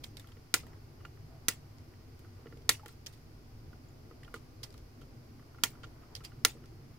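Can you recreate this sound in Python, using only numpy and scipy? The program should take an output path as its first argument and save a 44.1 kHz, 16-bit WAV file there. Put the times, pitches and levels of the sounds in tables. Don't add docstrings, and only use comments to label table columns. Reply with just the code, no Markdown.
import sys
import numpy as np
from scipy import signal
from scipy.fft import rfft, irfft, next_fast_len
from scipy.io import wavfile
from scipy.ndimage import uniform_filter1d, map_coordinates

SR = 44100
rng = np.random.default_rng(int(sys.argv[2]) if len(sys.argv) > 2 else 0)


def gain_from_db(level_db):
    decades = np.asarray(level_db, float) / 20
    return 10 ** decades


def log_audio(samples):
    frames = np.atleast_2d(samples).T
    limited = np.clip(frames, -1, 1)
    pcm = np.round(limited * 32767).astype(np.int16)
    wavfile.write(sys.argv[1], SR, pcm)


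N = 307818
HISS_TOP_HZ = 15850


def unit(x):
    return x / np.sqrt(np.mean(x ** 2) + 1e-20)


def along(points, hz):
    f, v = np.transpose(points)
    return np.interp(np.log(hz + 1), np.log(f + 1), v)


def tinted(x, gain):
    m = next_fast_len(x.shape[-1] + 4096)
    spectrum = rfft(x, m) * gain(np.fft.rfftfreq(m, 1 / SR))
    return irfft(spectrum, m)[..., :x.shape[-1]]


def bump(hz, centre, width):
    return 1 / (1 + ((hz - centre) / width) ** 2)


def sides(pan_db):
    return gain_from_db(np.array([[.5], [-.5]]) * pan_db)


def add(out, s, sound):
    at = round(s * SR)
    out[:, at:at + sound.shape[-1]] += sound


def ring(modes, t, scatter_db, rise=0.000076):
    total = 0
    for hz, db, t60 in modes:
        strength_db = db + scatter_db * rng.normal()
        total = total + gain_from_db(strength_db - 60 * t / t60) * np.sin(2 * np.pi * hz * t)
    return total * (1 - np.exp(-t / rise))


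def pair(size, alike):
    def mid_and_side(hz):
        turn = np.arccos(np.clip(along(alike, hz), -1, 1)) / 2
        return np.array([np.cos(turn), np.sin(turn)])
    mid, side = tinted(rng.standard_normal((2, size)), mid_and_side)
    return np.array([mid + side, mid - side])


def patchy(x, depth_db, size, bins, frames):
    z = signal.stft(x, nperseg=size)[2]
    patches = uniform_filter1d(rng.standard_normal(z.shape[1:]), bins, axis=0)
    patches = unit(uniform_filter1d(patches, frames, axis=1))
    return unit(signal.istft(z * gain_from_db(depth_db * patches), nperseg=size)[1][:, :x.shape[-1]])


# pitch in Hz, half width in Hz, boost in dB.
DUCT_BOOMS = [(40, 9, 6.5), (102, 5, 3), (129, 2.2, 1.5), (143, 7, 3.5), (244, 7, 3), (456, 22, 2.5),
              (790, 20, 5)]
def duct_db(hz):
    return sum(db * bump(hz, centre, width) for centre, width, db in DUCT_BOOMS)


# time in seconds, level in dB.
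VENT_LEVEL = [(0.0, -51), (0.21, -52), (0.52, -57), (0.58, -53), (0.6, -50), (0.91, -54), (1.05, -50),
              (1.11, -53), (4.78, -51.5), (4.92, -55), (4.96, -50.5), (5.27, -51.5), (6.9, -51.5),
              (6.98, -55.5)]
# pitch in Hz, level in dB per Hz.
VENT_COLOUR = [(11, -38.5), (18, -7.5), (38, -8.5), (59, -6), (99, 0), (151, -6), (174, -15.5),
               (200, -17.5), (238, -8.5), (269, -12.5), (327, -11.5), (564, -24), (626, -21.5), (1120, -41),
               (1200, -26), (1560, -60.5), (2640, -120)]
# pitch in Hz, likeness from 0 to 1.
VENT_LIKENESS = [(35, .993), (120, .98), (180, .75), (280, .8), (420, .52), (600, .42), (900, 0),
                 (15000, 0)]
def ventilation(now):
    rumble = unit(tinted(pair(N, VENT_LIKENESS), lambda hz: gain_from_db(along(VENT_COLOUR, hz) + duct_db(hz))))
    rumble = patchy(rumble, 1.5, 2048, 6, 5)
    sway = map_coordinates(rng.standard_normal(200), [now * 4])
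    return gain_from_db(np.interp(now, *np.transpose(VENT_LEVEL)) + 0.3 * sway) * rumble


# pitch in Hz, level in dB per Hz.
HISS_COLOUR = [(410, -23.5), (700, -3.5), (841, -5.5), (1120, -4.5), (1300, -9.5), (1420, -4.5),
               (1710, -10.5), (2000, -8), (3740, -15.5), (4920, -8), (7890, -22.5), (15200, -18.5),
               (16000, -29)]
# pitch in Hz, width in Hz, dB over the hiss.
SUPPLY_WHINE = (11350, 200, 4)
def microphone_hiss():
    whine_hz, width_hz, whine_db = SUPPLY_WHINE
    def colour(hz):
        level_db = along(HISS_COLOUR, hz) + whine_db * bump(hz, whine_hz, width_hz) + duct_db(hz)
        return gain_from_db(level_db) * (hz < HISS_TOP_HZ)
    return gain_from_db(-65.5) * unit(tinted(rng.standard_normal((2, N)), colour))


# middle in seconds, level in dB, length in seconds.
GRIP_MOVES = [
    (0.715, -68.5, 0.074),
    (1.548, -75.5, 0.34),
    (2.414, -71, 0.04),
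    (4.286, -79, 0.3),
    (5.702, -69, 0.18),
    (6.092, -68.5, 0.18),
]
def hands(now):
    moving = gain_from_db(-82)
    for s, db, length in GRIP_MOVES:
        moving = moving + gain_from_db(db) * np.exp(-((now - s) / length) ** 2)
    flutter = map_coordinates(rng.standard_normal(200), [now * 24])
    rustle = unit(tinted(pair(N, [(500, 0.45), (1500, 0.0029)]), lambda hz: bump(hz, 900, 600)))
    return moving * gain_from_db(2.5 * flutter) * rustle


# pitch in Hz, level in dB per Hz.
ECHO_COLOUR = [(290, -27.5), (500, -3), (651, -9), (1640, -7), (2040, 0), (2390, -3), (4970, -6),
               (14300, -13.5), (15800, -12), (16500, -38.5)]
# pitch in Hz, time to fall 60 dB in seconds.
ROOM_DECAY = [(500, 0.13), (2000, 0.14), (7000, .17), (14000, 0.14)]
def reverb(size):
    noise = pair(size, [(300, 0.8), (1400, 0.65), (3000, .05)])
    noise = tinted(noise, lambda hz: gain_from_db(along(ECHO_COLOUR, hz)) * (hz < HISS_TOP_HZ))
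    noise = patchy(patchy(noise, 3, 512, 2, 7), 2.5, 128, 5, 3)
    hz, t, z = signal.stft(noise, SR, nperseg=128)
    fading = z * gain_from_db(-60 * t / along(ROOM_DECAY, hz)[:, None])
    return signal.istft(fading, SR, nperseg=128)[1][:, :size]


# pitch in Hz, boost in dB.
JAW_RINGS = [(2850, 3), (3200, 9), (3680, 2.5), (4350, 5), (4850, 7), (5500, 3.5), (7000, 6)]
def grate(t, centre_hz, top_db, rise, t60, pan_db):
    grit = rng.standard_normal((2, len(t))) * gain_from_db(4.9 * rng.standard_normal(len(t)))

    def shelf(hz):
        return 0.74 * hz ** 2 / (hz ** 2 + 1500 ** 2) / (1 + (hz / HISS_TOP_HZ) ** 20)

    def bright(hz):
        return 1 / (1 + (7000 / (hz + 1)) ** 6)

    def jaw_colour(hz):
        steel = gain_from_db(sum(db * bump(hz, mode_hz, 90) for mode_hz, db in JAW_RINGS) - 3.5)
        peak = np.exp(-np.log((hz + 1) / centre_hz) ** 2 / 0.036)
        return steel * (shelf(hz) * (1 - bright(hz)) + peak)

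    hump = tinted(grit, jaw_colour)
    edge = gain_from_db(top_db + 1.5) * tinted(grit, lambda hz: shelf(hz) * bright(hz))
    edge_fade = gain_from_db(-60 * t / t60 * (1 / 0.55 - 1))
    burst = (hump + edge * edge_fade) / np.std(hump + edge)
    shape = gain_from_db(-60 * t / t60) * (1 - np.exp(-t / rise))
    return sides(pan_db) * burst * shape / shape.max() + gain_from_db(top_db / 2 - 9.0) * reverb(len(t))


# start in seconds, level in dB, centre pitch in Hz,
# top octave in dB, left over right in dB.
LEAD_TICKS = [(0.0364, -43.5, 4300, -2, 3), (0.1693, -37, 3680, -8, -11.5), (0.1967, -41, 3700, -2.5, 3),
              (0.2718, -50.5, 3470, -2, 3), (0.319, -48.5, 3400, -18, -3), (0.6666, -53, 3310, 8, -9),
              (1.0513, -46.5, 2820, -48, 0), (1.7833, -51.5, 5270, -9, 0), (2.192, -53, 2560, 1, 1),
              (2.5721, -53, 2660, -14, -4), (2.6194, -58, 2940, -4, 0.5), (2.8596, -39.5, 2710, -8, -1),
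              (2.8812, -45, 2850, 10, -0.5), (3.062, -35.5, 4500, -5.5, 4), (4.2337, -49, 2518, -14, -2),
              (4.341, -42.5, 3180, 12, -2), (4.6313, -32.5, 3720, -11, -3), (4.704, -50, 4800, -7, 0),
              (4.7407, -49.5, 3700, -8, -1), (4.778, -48.5, 4760, -6.5, -1), (5.8329, -42.5, 2880, -30, 5),
              (6.1516, -30.5, 4750, -11.5, -4.5), (6.657, -51, 4800, -6, 1), (5.87, -54.5, 1900, -25, 0),
              (2.925, -56, 12500, 5, -2), (3.135, -52, 9500, 7, 0), (3.175, -59, 9500, 0, 0),
              (4.726, -52, 5000, -6.5, 0)]
# start in seconds, level in dB, centre pitch in Hz,
# top octave in dB, time to fall 60 dB in seconds.
LEAD_DRAGS = [(0.0392, -28.5, 3750, -8, 0.021), (0.287, -54, 3080, 2, .03),
              (3.0655, -32.5, 6000, -10, 0.029), (3.124, -52, 4240, -2, 0.077),
              (4.246, -52, 3000, -15, .03), (4.358, -44.5, 3300, -2, 0.027), (4.634, -32.5, 5350, -4, .04),
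              (5.012, -51.5, 3120, -5, 0.057), (5.839, -43.5, 2880, -33.5, 0.042),
              (6.161, -38, 4700, -23, 0.035), (6.237, -43, 2620, -5, 0.1), (6.2462, -35, 5130, -1, 0.038)]
def scrapes():
    out, t = np.zeros((2, N + SR)), np.arange(SR // 6) / SR
    for s, db, centre_hz, top_db, pan_db in LEAD_TICKS:
        add(out, s, gain_from_db(db - 6) * grate(t, centre_hz, top_db, rise=.0003, t60=0.022, pan_db=pan_db))
    for s, db, centre_hz, top_db, t60 in LEAD_DRAGS:
        add(out, s, gain_from_db(db - 9.5) * grate(t, centre_hz, top_db, rise=0.12 * t60, t60=t60, pan_db=-6.0))
    return tinted(out[:, :N], lambda hz: 1 / (1 + (hz / HISS_TOP_HZ) ** 40))


# start in seconds, level in dB, pitch in Hz,
# time to fall 60 dB in seconds.
OFFCUT_PINGS = [(.11, -68, 14500, .04), (.583, -57, 5070, .14), (1.008, -61, 2880, .07),
                (1.051, -50, 2850, .05), (1.05, -53, 2450, .03), (1.051, -58, 4350, .03),
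                (5.838, -56, 2850, .04), (6.319, -60, 2900, .03), (1.3, -59, 660, .3),
                (1.345, -60, 650, .2), (2.255, -63, 1300, .12), (2.72, -52, 10500, .12),
                (2.832, -48, 840, .12), (2.834, -68, 14800, .05), (2.911, -62, 5250, .08),
                (2.911, -69, 14800, .07), (3.885, -59, 7200, .05), (5.02, -57, 1360, .07),
                (5.70, -59, 14750, .1), (.712, -66, 5400, .06), (.73, -65, 5400, .05),
                (4.277, -58, 2880, .05), (4.244, -60, 1850, .1), (6.213, -53, 1330, .06),
                (6.249, -54, 10000, .04), (6.249, -41, 4800, .06)]
def pings():
    out, t = np.zeros((2, N + SR)), np.arange(SR // 6) / SR
    for s, db, hz, t60 in OFFCUT_PINGS:
        waver = gain_from_db(3 * unit(uniform_filter1d(rng.standard_normal(len(t)), 200)))
        tone = ring([(hz, db, t60), (hz + 45, db - 9, t60)], t, 0, rise=.003)
        add(out, s, sides(-1.5) * waver * tone)
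    return out[:, :N]


# pitch in Hz, level in dB, time to fall 60 dB in seconds.
BOARD_HIGH_TONES = [(1837, 0, 0.02), (1960, -2, 0.025), (2190, -13, 0.03), (2530, -9, 0.016),
                    (2880, -6, 0.03), (4350, -15, 0.021)]
def touch(t, db, hz, upper_db):
    low = ring([(hz, 0, .034), (hz * .86, -5, .034), (hz, -8, .03)], t, 0.54, rise=0.00079)
    body = low + gain_from_db(upper_db - 0.5) * ring(BOARD_HIGH_TONES, t, 2.3, rise=0.00013)
    scuff = unit(tinted(pair(len(t), [(1500, 0.24), (3000, .2)]), lambda f: bump(f, 1600, 800)))
    direct = sides(-3.5) * (body + gain_from_db(-11.5 - 60 * t / 0.054) * scuff)
    return gain_from_db(db) * (direct + gain_from_db(-26.5) * reverb(len(t)))


# start in seconds, level in dB, pitch in Hz, higher tones in dB.
BOARD_TAPS = [(0.2438, -55.5, 1360, -0.5), (0.288, -59.5, 1370, -3), (0.32, -57.5, 1320, -5),
              (0.37, -61.5, 1400, 4), (1.0085, -57, 1180, -6), (1.0502, -40, 1390, -13),
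              (1.938, -64, 1390, 1), (2.247, -57, 1450, -5), (2.4575, -55, 1382, -1.5),
              (2.4694, -54, 1333, 1.5), (2.525, -51.5, 1410, -3.5), (2.8596, -45.5, 1390, -6),
              (2.8877, -53, 1370, -1), (3.73, -51.5, 1440, -15.5), (4.111, -51, 1254, -13),
              (4.2325, -61, 1190, 9), (4.2785, -48.5, 1400, -14), (4.341, -35, 1415, -11.5),
              (4.3624, -48, 1230, -18), (4.7437, -57, 1240, -9), (5.016, -53, 1360, -21.5),
              (5.395, -58, 1150, -4), (5.5464, -53.5, 1406, -11), (5.585, -50, 1370, -12),
              (5.7339, -59, 1250, -19), (5.8356, -45, 1433, -9), (5.842, -44, 1400, -9),
              (6.0333, -55.5, 1240, -11.5), (6.3185, -53.5, 1424, -4), (6.639, -56.5, 1380, -4),
              (.667, -60, 950, 0), (.733, -59, 1250, -1), (1.173, -64, 1250, 2), (5.425, -61.5, 1310, -7.5),
              (5.786, -60, 1150, -15), (6.023, -63, 1210, -8), (6.206, -55, 1250, -1),
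              (1.002, -63, 1400, -2), (1.288, -68, 1290, -15)]
def taps():
    out, t = np.zeros((2, N + SR)), np.arange(SR // 6) / SR
    for s, db, hz, upper_db in BOARD_TAPS:
        add(out, s, touch(t, db, hz, upper_db))
    return out[:, :N]


# pitch in Hz, level in dB, time to fall 60 dB in seconds.
VISE_TONES = [(200.8, -6.5, 0.015), (255.6, -2, 0.15), (331.6, -0.5, 0.17), (403, -0.5, 0.13),
              (453, 7, .07)]
def vise(t, scatter_db, **onset):
    return ring(VISE_TONES, t, scatter_db, **onset)


# start in seconds, level in dB.
VISE_THUDS = [(.3694, -58.5), (0.6357, -63), (1.051, -61), (2.391, -61), (2.4586, -50.5), (2.5256, -51),
              (2.5698, -54.5), (2.8588, -55.5), (3.7293, -61), (4.111, -58.5), (4.341, -47.5), (5.017, -61),
              (5.835, -58.5), (6.552, -55)]
def thuds():
    out, t = np.zeros((2, N + SR)), np.arange(SR // 6) / SR
    for s, db in VISE_THUDS:
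        add(out, s, gain_from_db(db) * sides(-2.2) * vise(t, 2.8, rise=0.0015))
    return out[:, :N]


def snap_pulse(t, lead):
    u = (t - lead - np.array([[0], [.00005]])) / .000032
    pull = np.array([[.5], [.85]]) * np.exp(-((u + 2.8) / 1.9) ** 2)
    push = 1.35 * np.exp(-u ** 2)
    recoil = .35 * np.exp(-((u - 2.6) / 1.5) ** 2)
    return tinted(push - pull - recoil, lambda hz: hz ** 2 / (hz ** 2 + 1100 ** 2))


# pitch in Hz, level in dB per Hz.
CLATTER_COLOUR = [(290, -41), (500, -18), (834, -16), (1240, -12), (1650, -8), (1980, -0.5), (2600, -5),
                  (3600, -6), (5040, -5.5), (5510, -5.5), (7270, -2), (9060, -4), (12900, -6.5),
                  (15600, -7.5), (16600, -26)]
def jaw_clatter(after, peaks, tilt_db):
    def colour(hz):
        sings = sum((12 + db) * 0.6 * bump(hz, mode_hz, width / 2) for mode_hz, width, db in peaks)
        return gain_from_db(along(CLATTER_COLOUR, hz) + sings + tilt_db * np.log2((hz + 1) / 4000))
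    size = len(after)
    knocks = gain_from_db(4 * rng.standard_normal(size))
    noise = pair(size, [(1200, 0.85), (2200, 0.7), (3500, 0.4), (6000, 0.028)])
    noise = unit(tinted(noise * knocks, colour))
    t = np.arange(size) / SR
    fade = gain_from_db(-60 * t / 0.029) + 0.8 * gain_from_db(-60 * after / 0.006)
    return noise * fade * (1 - np.exp(-after / 0.00022))


# time in seconds, snap level in dB.
CUTS = [
    (.54081, -5.5),
    (1.48400, -8.5),
    (2.69238, -2),
    (5.63634, -8),
    (6.44942, -5.5),
]
# jaw clatter in dB, brightness in dB per octave, low board tone in dB,
# higher board tones in dB, left over right in dB.
CUT_AFTERMATH = [
    (-15, -1.5, -23, -29, -3),
    (-16.5, -0.7, -30.5, -33, -2.5),
    (-12, -2, -31, -27, 0),
    (-17, 0, -27, -29, -4),
    (-14.5, -1.6, -23.5, -25.5, -0.5),
]
# pitch in Hz, width in Hz, level in dB.
CUT_TONES = [
    [(2090, 97, -6), (4960, 420, -5.5), (5940, 470, -5.5), (7290, 310, -0.5), (7750, 190, -8),
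     (8780, 190, -10), (9730, 250, -2), (10400, 140, -11), (11400, 170, -11), (12500, 380, -6.5),
     (14600, 430, -17), (15300, 200, -17)],
    [(2050, 170, -2.5), (3360, 270, -15), (5070, 350, -11), (5850, 220, 0), (6800, 250, -1),
     (7400, 230, -3), (9900, 260, 1), (10700, 540, -5), (11500, 140, -8), (12300, 190, -11.5),
     (14100, 210, -4), (15200, 420, -3)],
    [(1945, 123, 4.5), (3280, 100, -14), (3750, 95, -17), (4730, 450, -3), (5870, 210, -7.5),
     (7030, 250, -7.5), (7500, 440, -15), (8020, 340, -14), (9800, 340, -4.5), (11600, 400, -8),
     (14500, 220, -10), (14960, 160, -16)],
    [(1810, 260, -3), (3200, 330, 2), (4580, 240, -4), (5080, 200, -6), (6350, 550, -3), (7400, 250, 1),
     (9440, 170, -18), (10300, 280, -10.5), (12100, 240, -12.5), (12800, 190, -13), (14000, 240, -13),
     (15000, 350, -12)],
    [(3080, 640, -5.5), (5100, 230, 3.5), (5430, 220, -8), (6370, 170, -4.5), (6830, 200, -6),
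     (9400, 380, -14.5), (10210, 310, -5), (10850, 450, -11.5), (12000, 210, -9), (13600, 230, -5),
     (14360, 210, -10), (14900, 180, -8)],
]
# pitch in Hz, level in dB, time to fall 60 dB in seconds.
ARM_THUMPS = [
    (350, -34.5, .03),
    (290, -33.5, 0.034),
    (451, -35.5, 0.027),
    (284, -36.5, .04),
    (434, -37.5, 0.066),
]
# pitch in Hz, level in dB, time to fall 60 dB in seconds.
BOARD_LOW_TONES = [(1400, -1, 0.045), (1250, -14, 0.048), (2017, -11, .07), (1020, -11, .035)]
# pitch in Hz, left over right in dB.
HAND_SHADE = [(1000, 1.5), (2500, -0.5), (4500, 1), (7500, -1.5), (13000, -0.2)]
def snips():
    out, t = np.zeros((2, N + SR)), np.arange(SR // 3) / SR
    lead = .0005
    after = np.maximum(t - lead - .0001, 0)
    cuts = zip(CUTS, CUT_AFTERMATH, CUT_TONES, ARM_THUMPS)
    for (s, snap_db), (clatter_db, tilt_db, low_db, board_db, pan_db), peaks, thump in cuts:
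        modes = [(hz, db + 20 * np.log10(width / 300), 3.1 * np.log(1000) / np.pi / width)
                 for hz, width, db in peaks]
        clatter = gain_from_db(clatter_db) * jaw_clatter(after, peaks, tilt_db)
        board = gain_from_db(low_db) * ring(BOARD_LOW_TONES, after, 1) + gain_from_db(board_db + 3.5) * ring(modes, after, 0)
        arm = ring([thump], after, 0, rise=0.00065)
        thud = gain_from_db(clatter_db - 32.5) * vise(after, 0)
        echo = gain_from_db(clatter_db - 15.5) * reverb(len(t)) * (1 - np.exp(-after / 0.0028))
        shaded = tinted(clatter + board + arm + thud,
                        lambda hz: gain_from_db(np.outer([.5, -.5], along(HAND_SHADE, hz))))
        add(out, s - lead, gain_from_db(snap_db) * snap_pulse(t, lead) + sides(pan_db) * shaded + echo)
    return out[:, :N]


# delay in seconds, level in dB, pitch in Hz.
JAW_OPENINGS = [
    (0.093, -53.5, 1250),
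    (.1, -79, 1260),
    (0.103, -49.5, 1290),
    (.1168, -52, 1380),
    (0.12, -57, 1230),
]
def openings():
    out, t = np.zeros((2, N + SR)), np.arange(SR // 6) / SR
    for (s, _), (delay, db, hz) in zip(CUTS, JAW_OPENINGS):
        add(out, s + delay, touch(t, db, hz, upper_db=-9))
    return out[:, :N]


def scene():
    now = np.arange(N) / SR
    background = ventilation(now) + microphone_hiss() + hands(now)
    return background + scrapes() + pings() + taps() + thuds() + snips() + openings()


def low_pass(x):
    return signal.sosfilt(signal.butter(12, 17150, fs=SR, output="sos"), x)


def record(dry):
    limited = tinted(dry, lambda hz: 1 / (1 + (hz / 16700) ** 90)) - .0005
    return low_pass(limited)


dry = scene()
out = record(dry)
log_audio(out)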